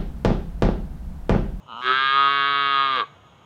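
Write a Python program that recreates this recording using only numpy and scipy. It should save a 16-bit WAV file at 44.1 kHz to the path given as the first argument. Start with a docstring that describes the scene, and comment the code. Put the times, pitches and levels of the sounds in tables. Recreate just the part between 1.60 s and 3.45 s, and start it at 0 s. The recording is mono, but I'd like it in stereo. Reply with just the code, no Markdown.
"""A calf moos in a pasture

A closed-mouth hum opens into one long, buzzing moo that sags in pitch and rasps at its end.
Each snap of the vocal folds rings the throat; the field scatters the call and a far edge echoes it.
Behind it are soft outdoor air, a distant engine, thin insects and a few tiny clicks."""
import sys
import numpy as np
from scipy import signal
from scipy.fft import rfft, irfft
from scipy.io import wavfile

SR = 44100
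rng = np.random.default_rng(int(sys.argv[2]) if len(sys.argv) > 2 else 0)


def to_wav(sig):
    """Store sig (one row per channel, or 1-D mono) as 16-bit WAV at the path in sys.argv[1].

    Samples outside -1..1 are clipped; the rate is SR.
    """
    pcm = np.clip(np.atleast_2d(sig), -1, 1) * 32767
    pcm = np.round(pcm).astype(np.int16)
    wavfile.write(sys.argv[1], SR, pcm.T)  # frames by channels


N = 81585


def from_db(db):
    """Turn decibels into a gain to multiply by."""
    return 10 ** (np.asarray(db) / 20)


def at_time(rows, t, column=1):
    """Read a table at times t, giving one row for each time."""
    rows = np.array(rows)
    return np.interp(t, rows[:, 0], rows[:, column])[:, None]


def at_hz(rows, hz):
    """Read a table at frequencies hz, with octaves evenly spaced."""
    rows = np.array(rows)
    return np.interp(np.log(hz + 1), np.log(rows[:, 0]), rows[:, 1])


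def pan(db):
    """Left and right gains that make the left side db louder."""
    return from_db(np.array([[.5], [-.5]]) * db)


def noise(gain, channels=2):
    """Noise shaped by a gain for each frequency, then scaled to strength 1."""
    x = irfft(rfft(rng.standard_normal((channels, N))) * gain, N)
    return x / x.std()


def band(hz, centre_hz, width_hz):
    """Gains that keep a narrow band of frequencies."""
    return 1 / (1 + (2 * (hz - centre_hz) / width_hz) ** 2)


# Tone of the air: f/Hz, relative level/dB
AIR_TONE = [(20, -24.5), (40, -22), (70, -7), (110, -5.5), (200, -10.5), (350, -14), (700, -11.5),
            (1100, -12), (1700, -26), (2300, -29), (3000, -17.5), (4300, -39), (6300, -37), (8000, -43.5),
            (11000, -48.5), (15500, -50)]
# How alike the two sides are: f/Hz, likeness (1 = the same)
AIR_LIKENESS = [(50, .7), (300, 0.28), (1000, 1), (2500, 0.37), (10000, .1)]
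# Which side the air is louder on: f/Hz, left minus right/dB
AIR_BALANCE = [(50, -1.5), (200, -8.5), (800, -2.5), (6000, 5)]


def outdoor_air(hz):
    """A soft rush of air, partly shared by both ears and partly different."""
    alike = at_hz(AIR_LIKENESS, hz)
    shared, apart = noise(from_db(at_hz(AIR_TONE, hz)) * np.sqrt([1 + alike, 1 - alike]))
    stereo = np.array([shared + apart, shared - apart]) / np.sqrt(2)
    return from_db(-53) * irfft(rfft(stereo) * pan(at_hz(AIR_BALANCE, hz)), N)


# The engine's low notes: f/Hz, level/dB before panning
ENGINE_NOTES = [(72, -74.5), (108, -68.5), (143, -62.5), (181, -82)]


def engine(hz):
    """A distant engine drones to the right, each note a narrow band of noise."""
    notes = (from_db(db) * noise(band(hz, f, width_hz=15), channels=1) for f, db in ENGINE_NOTES)
    return sum(notes) * pan(-7.5)


def insects(hz):
    """Insects make a thin, high band of noise whose level flickers."""
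    shrill = noise(band(hz, centre_hz=6630, width_hz=300))
    flicker_db = 1.5 * noise(band(hz, centre_hz=0, width_hz=36), channels=1)
    return from_db(-73 + flicker_db) * shrill


# Tiny clicks: t/s, relative level/dB, left minus right/dB
CLICKS = [(.2354, -47, 2), (.2633, -44, 6), (1.1612, -44, 6), (1.1995, -44, 6), (1.36, -43, 6)]


def clicks(decay_s=.0004):
    """Close, dry ticks, each a bright burst of noise that dies at once."""
    t, ticks = np.arange(N) / SR, np.zeros((2, N))
    for start, db, side_db in CLICKS:
        fade = (t >= start) * np.exp(-np.abs(t - start) / decay_s)
        ticks += pan(side_db) * from_db(db + 5) * rng.standard_normal(N) * fade
    return signal.sosfilt(signal.butter(1, [3000, 6000], "band", fs=SR, output="sos"), ticks + 1e-18)


def scatter(x, delay_s, fade_s, dull_hz):
    """Grass and trees return a late, dull blur of the sound that drops 60 dB in fade_s."""
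    t = np.arange(N) / SR - delay_s
    tail = rng.standard_normal((2, N)) * (t > 0) * from_db(-60 * np.maximum(t, 0) / fade_s)
    tail /= np.linalg.norm(tail, axis=1, keepdims=True)
    dull = signal.sosfilt(signal.butter(2, dull_hz, fs=SR, output="sos"), x)
    return signal.fftconvolve(dull[None], tail, axes=1)[:, :N]


# Quick bounces of the call: delay t/s, level/dB, left minus right/dB
BOUNCES = [(.0038, -15, 5), (.0058, -17, -6), (.0112, -21, 6), (.0166, -22, -6)]


def bounces(x):
    """The ground and fence throw back the treble a few milliseconds late."""
    t = np.arange(N) / SR
    treble = signal.sosfilt(signal.butter(2, 1960, "high", fs=SR, output="sos"), x + 1e-18)
    return sum(pan(side_db) * from_db(db) * np.interp(t - delay, t, treble)
               for delay, db, side_db in BOUNCES)


# Which microphone hears the calf louder: f/Hz, left minus right/dB
PAIR_BALANCE = [(135, -3.5), (400, 3), (1200, .5), (1500, 6), (1660, 1), (1830, 23), (2050, 9),
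                (2250, -1.5), (2500, -5.5), (2800, -7), (3050, -3.5), (3550, 12.5), (4100, -4.5), (4420, 2),
                (4700, -8.5), (5200, -3.5)]
# How far the left wave runs ahead of the right: f/Hz, phase/radians
PAIR_PHASE = [(135, .4), (400, 0), (1230, 0), (1400, .2), (1660, -.5), (1850, -1.9), (2330, -2.1),
              (2600, -1.3), (2800, -.9), (2950, .1), (3430, -.8), (3650, -1.5), (4000, -1.8), (4300, -2.6),
              (4550, -1.3), (6000, -1.4)]


def microphone_pair(x):
    """Two microphones hear each frequency with a different level and timing."""
    hz = np.arange(N + 1) * SR / (2 * N)
    gains = pan(at_hz(PAIR_BALANCE, hz))
    gains /= np.sqrt(np.mean(gains ** 2, axis=0))
    timing = np.exp(np.array([[.5j], [-.5j]]) * at_hz(PAIR_PHASE, hz))
    return irfft(rfft(x, 2 * N) * gains * timing)[:, :N]


# Loudness of the breath: t/s, level/dB
BREATH_LEVEL = [(.1, -92), (.2, -64.5), (.27, -58), (.45, -60.5), (.7, -61.5), (.95, -68), (1.28, -66),
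                (1.34, -61), (1.41, -63), (1.46, -95)]
# Tone of the breath: f/Hz, relative level/dB
BREATH_TONE = [(2000, -31.5), (4500, -11), (5100, 8.5), (5500, 3.5), (6600, 0), (7700, -3.5), (8400, -13.5),
               (9900, -5.5), (11000, -23), (12000, -22), (16000, -28.5)]


def breath(hz):
    """Air leaving the calf's mouth hisses softly above the voice."""
    level_db = at_time(BREATH_LEVEL, np.arange(N) / SR)[:, 0]
    return noise(from_db(at_hz(BREATH_TONE, hz))) * from_db(level_db)


def voice_power(shape, db, pitch, hz):
    """Power at each frequency, scaled so the harmonics (multiples of the pitch) add up to db."""
    harmonics = pitch * np.arange(1, 50)
    total = np.sum(shape(harmonics) ** 2, axis=1, keepdims=True) * 2 * (pitch / SR) ** 2
    return (shape(hz) * from_db(db)) ** 2 / total


# Loudness of the hum: t/s, relative level/dB
HUM_LEVEL = [(.07, -54), (.088, -39.5), (.11, -36.5), (.122, -33.5), (.16, -34.5), (.19, -32.5),
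             (.22, -33.5)]
# Tone of the hum: f/Hz, relative level/dB
HUM_TONE = [(50, -44), (110, -25.5), (225, -9), (340, -28), (460, -18), (580, -20), (800, -12), (950, -1.5),
            (1120, -6.5), (1270, 4), (1420, -8.5), (1700, -35), (2200, -29), (2700, -19.5), (2980, -6.5),
            (3400, -27), (3800, -19.5), (4150, -21.5), (4600, -45.5), (5200, -62.5), (9000, -61.5)]


def hum(t, pitch, hz):
    """With the mouth shut, the voice comes out through the nose."""
    return voice_power(lambda f: from_db(at_hz(HUM_TONE, f)), at_time(HUM_LEVEL, t) - 1.5, pitch, hz)


# Loudness of the chest sound: t/s, relative level/dB
CHEST_LEVEL = [(0.22, -65), (0.28, -41), (0.51, -57), (0.584, -41.5), (0.69, -40), (0.71, -42.5),
               (1.118, -42), (1.42, -41.5)]
# Tone of the chest sound: f/Hz, relative level/dB
CHEST_TONE = [(40, -42.5), (90, -21.5), (135, -7), (200, -4.5), (275, 1), (410, -2), (550, -9.5), (690, 5),
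              (830, -12), (970, -2), (1300, -20), (2500, -35.5), (5000, -63)]


def chest(t, pitch, hz):
    """Weak low harmonics lie under the moo."""
    return voice_power(lambda f: from_db(at_hz(CHEST_TONE, f)), at_time(CHEST_LEVEL, t) - .5, pitch, hz)


# Loudness of the buzz: t/s, relative level/dB
BUZZ_LEVEL = [(.22, -40.5), (.272, -28), (.452, -27), (1.038, -27.5), (1.23, -28), (1.3, -30.5),
              (1.37, -29), (1.405, -29), (1.425, -34)]
# Tone of the buzz: f/Hz, relative level/dB
BUZZ_TONE = [(60, -48), (135, -13.5), (275, -15.5), (550, -17.5), (970, -31), (1300, 0.5), (1660, 1),
             (1800, 2), (1950, 0.5), (2100, 4), (2240, 10), (2380, -3.5), (2520, 3), (2650, -5.5),
             (2790, 5), (2930, -3.5), (3080, -1.5), (3280, 7), (3550, 0.5), (3750, 4.5), (3920, 3),
             (4130, -4.5), (4400, -10.5), (4650, -15.5), (5000, -27), (5300, -42.5), (7500, -52),
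             (10000, -68), (12000, -73.5), (16000, -94)]


def buzz(t, pitch, hz, fade_db):
    """The vocal folds buzz brightly through the throat."""
    level_db = at_time(BUZZ_LEVEL, t) + 3 - fade_db
    return voice_power(lambda f: from_db(at_hz(BUZZ_TONE, f)), level_db, pitch, hz)


# The mouth's main ring: t/s, relative level/dB, f/Hz
MAIN_RING = [(0.22, -37.5, 1217), (0.302, -20, 1269), (0.376, -27.5, 1285), (0.426, -24.5, 1234),
             (0.49, -25, 1224), (0.58, -18.5, 1220), (0.676, -19.5, 1233), (0.71, -26.5, 1272),
             (1.018, -25, 1285), (1.208, -22.5, 1205), (1.402, -28.5, 1188), (1.42, -25, 1140)]
# Loudness of a narrow ring just below it, an upper ring and a low ring: t/s, relative level/dB
NARROW_LEVEL = [(.22, -34.5), (.32, -44), (.47, -50), (.55, -35.5), (.62, -33.5), (.69, -22.5), (.72, -24),
                (1.22, -29.5), (1.29, -35.5), (1.42, -28.5)]
UPPER_LEVEL = [(0.22, -42), (0.262, -27), (0.352, -24.5), (0.484, -26.5), (0.544, -32), (0.844, -24.5),
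               (0.904, -30), (1.138, -30), (1.242, -34.5), (1.316, -42), (1.362, -33.5), (1.42, -35)]
LOW_LEVEL = [(0.22, -53.5), (0.256, -34), (0.312, -32.5), (0.396, -58.5), (0.42, -42), (0.456, -58.5),
             (0.54, -42), (1.064, -44), (1.338, -50.5), (1.376, -34), (1.42, -36.5)]
# Where the upper and low rings sit: t/s, f/Hz
UPPER_CENTRE = [(.22, 1564), (.33, 1610), (.47, 1625), (.6, 1580), (1.0, 1600), (1.42, 1600)]
LOW_CENTRE = [(.22, 384), (.35, 382), (.6, 398.5), (1.3, 433.5), (1.37, 518), (1.42, 450)]


def mouth(t, pitch, hz):
    """The open mouth rings at four frequencies (resonances), which give the moo its vowel."""
    def ring(centre_hz, db, width_hz, steep_hz):
        """One peak, falling off faster beyond steep_hz from its centre."""
        def shape(f):
            return np.sqrt(band(f, centre_hz, width_hz) / (1 + ((f - centre_hz) / steep_hz) ** 4))
        return voice_power(shape, db, pitch, hz)

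    main = ring(at_time(MAIN_RING, t, column=2), at_time(MAIN_RING, t) + 2.5, width_hz=51.6, steep_hz=324)
    narrow = ring(1094.7, at_time(NARROW_LEVEL, t) - 2.5, width_hz=30, steep_hz=90)
    upper = ring(at_time(UPPER_CENTRE, t), at_time(UPPER_LEVEL, t) + .5, width_hz=81, steep_hz=356)
    low = ring(at_time(LOW_CENTRE, t), at_time(LOW_LEVEL, t) + .5, width_hz=31, steep_hz=199)
    return main + narrow + upper + low


def throat(t, pitch, hz, open_s=.215, opening_s=.01, release_s=1.41):
    """Gains that shape each pulse: the hum gives way to the open mouth, then the voice dies away."""
    ending_s = np.maximum(t - release_s, 0)[:, None]
    opened = np.clip((t[:, None] - open_s) / opening_s + .5, 0, 1) ** 2
    moo = mouth(t, pitch, hz) + chest(t, pitch, hz) + buzz(t, pitch, hz, fade_db=300 * ending_s)
    return np.sqrt((1 - opened) * hum(t, pitch, hz) + opened * moo) * from_db(-420 * ending_s)


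def ring_after_strike(gain):
    """Time each frequency so the throat rings only after it is struck (minimum phase)."""
    cepstrum = irfft(np.log(gain + 1e-12))
    half = cepstrum.shape[-1] // 2
    cepstrum[:, 1:half] *= 2
    cepstrum[:, half + 1:] = 0
    return np.exp(rfft(cepstrum))


# How fast the vocal folds snap: t/s, f/Hz
PITCH = [(.065, 122), (.099, 125.6), (.117, 112.2), (.141, 113), (.175, 119.5), (.211, 124.4),
         (.321, 129.7), (.375, 133.3), (.41, 134.5), (.5, 136.1), (.57, 137.9), (.62, 138.7), (.665, 138.8),
         (.69, 139.6), (.77, 139.7), (.825, 138.9), (.9, 140.7), (.94, 139.7), (1.0, 140.1), (1.07, 139.3),
         (1.105, 139.2), (1.14, 138.6), (1.185, 137.5), (1.24, 137.2), (1.297, 134.5), (1.351, 130.9),
         (1.391, 120.8), (1.421, 104.6), (1.445, 94.7)]
# Strength of each puff of air next to its snap: t/s, level/dB
RASP = [(.07, -13.5), (.2, -14.5), (.3, -14.5), (.36, -24.5), (.6, -26), (.66, -28.5), (.69, -21.5),
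        (.73, -27.5), (.85, -27), (.905, -18.5), (.97, -23), (1.08, -24), (1.15, -17), (1.24, -21),
        (1.32, -12.5), (1.44, -11.5)]


def calf(start_s=.065, stop_s=1.445, puff_s=.0035, size=4096):
    """Each cycle of the vocal folds sends one snap and one puff of air ringing through the throat."""
    t = np.arange(int(start_s * SR), int(stop_s * SR)) / SR
    cycles = np.cumsum(at_time(PITCH, t)) / SR
    snap_times = np.interp(np.arange(int(cycles[-1]) + 1), cycles, t)
    hz = np.arange(size // 2 + 1) * SR / size
    rasp = from_db(at_time(RASP, snap_times))
    chance = rng.standard_normal((len(snap_times), size))
    # More rasp also makes the snaps less even in timing and strength.
    starts = (snap_times + .0001 * rasp[:, 0] * chance[:, -1]) * SR
    snaps = from_db(1.5 * rasp * chance[:, -2, None])
    puff_fade = np.exp(-np.arange(size) / SR / puff_s)
    puffs = rasp * rfft(chance * puff_fade / np.linalg.norm(puff_fade))
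    between_samples = np.exp(-2j * np.pi * hz / SR * (starts % 1)[:, None])
    ringing = ring_after_strike(throat(snap_times, at_time(PITCH, snap_times), hz))
    pulses = irfft((snaps + puffs) * between_samples * ringing)
    voice = np.zeros(N + size)
    for start, pulse in zip(starts.astype(int), pulses):
        voice[start:start + size] += pulse
    return voice[:N]


def scene():
    """The call, its bounces and echoes, and the pasture around it."""
    hz = np.arange(N // 2 + 1) * SR / N
    moo = calf()
    early = bounces(moo)
    field = from_db(-18) * scatter(moo, delay_s=.0044, fade_s=.28, dull_hz=4500)
    leaves = from_db(-5) * scatter(early.mean(axis=0), delay_s=.015, fade_s=.38, dull_hz=3400)
    far_echo = from_db(-35) * scatter(moo, delay_s=.46, fade_s=1, dull_hz=3540)
    call = microphone_pair(moo) + breath(hz) + early + field + leaves + far_echo
    return call + outdoor_air(hz) + engine(hz) + insects(hz) + clicks()


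def record(dry):
    """Cut the highest treble steeply: 70 dB down from 16500 Hz up."""
    return signal.sosfilt(signal.cheby2(14, 70, 16500, fs=SR, output="sos"), dry)


dry = scene()
out = record(dry)
to_wav(out)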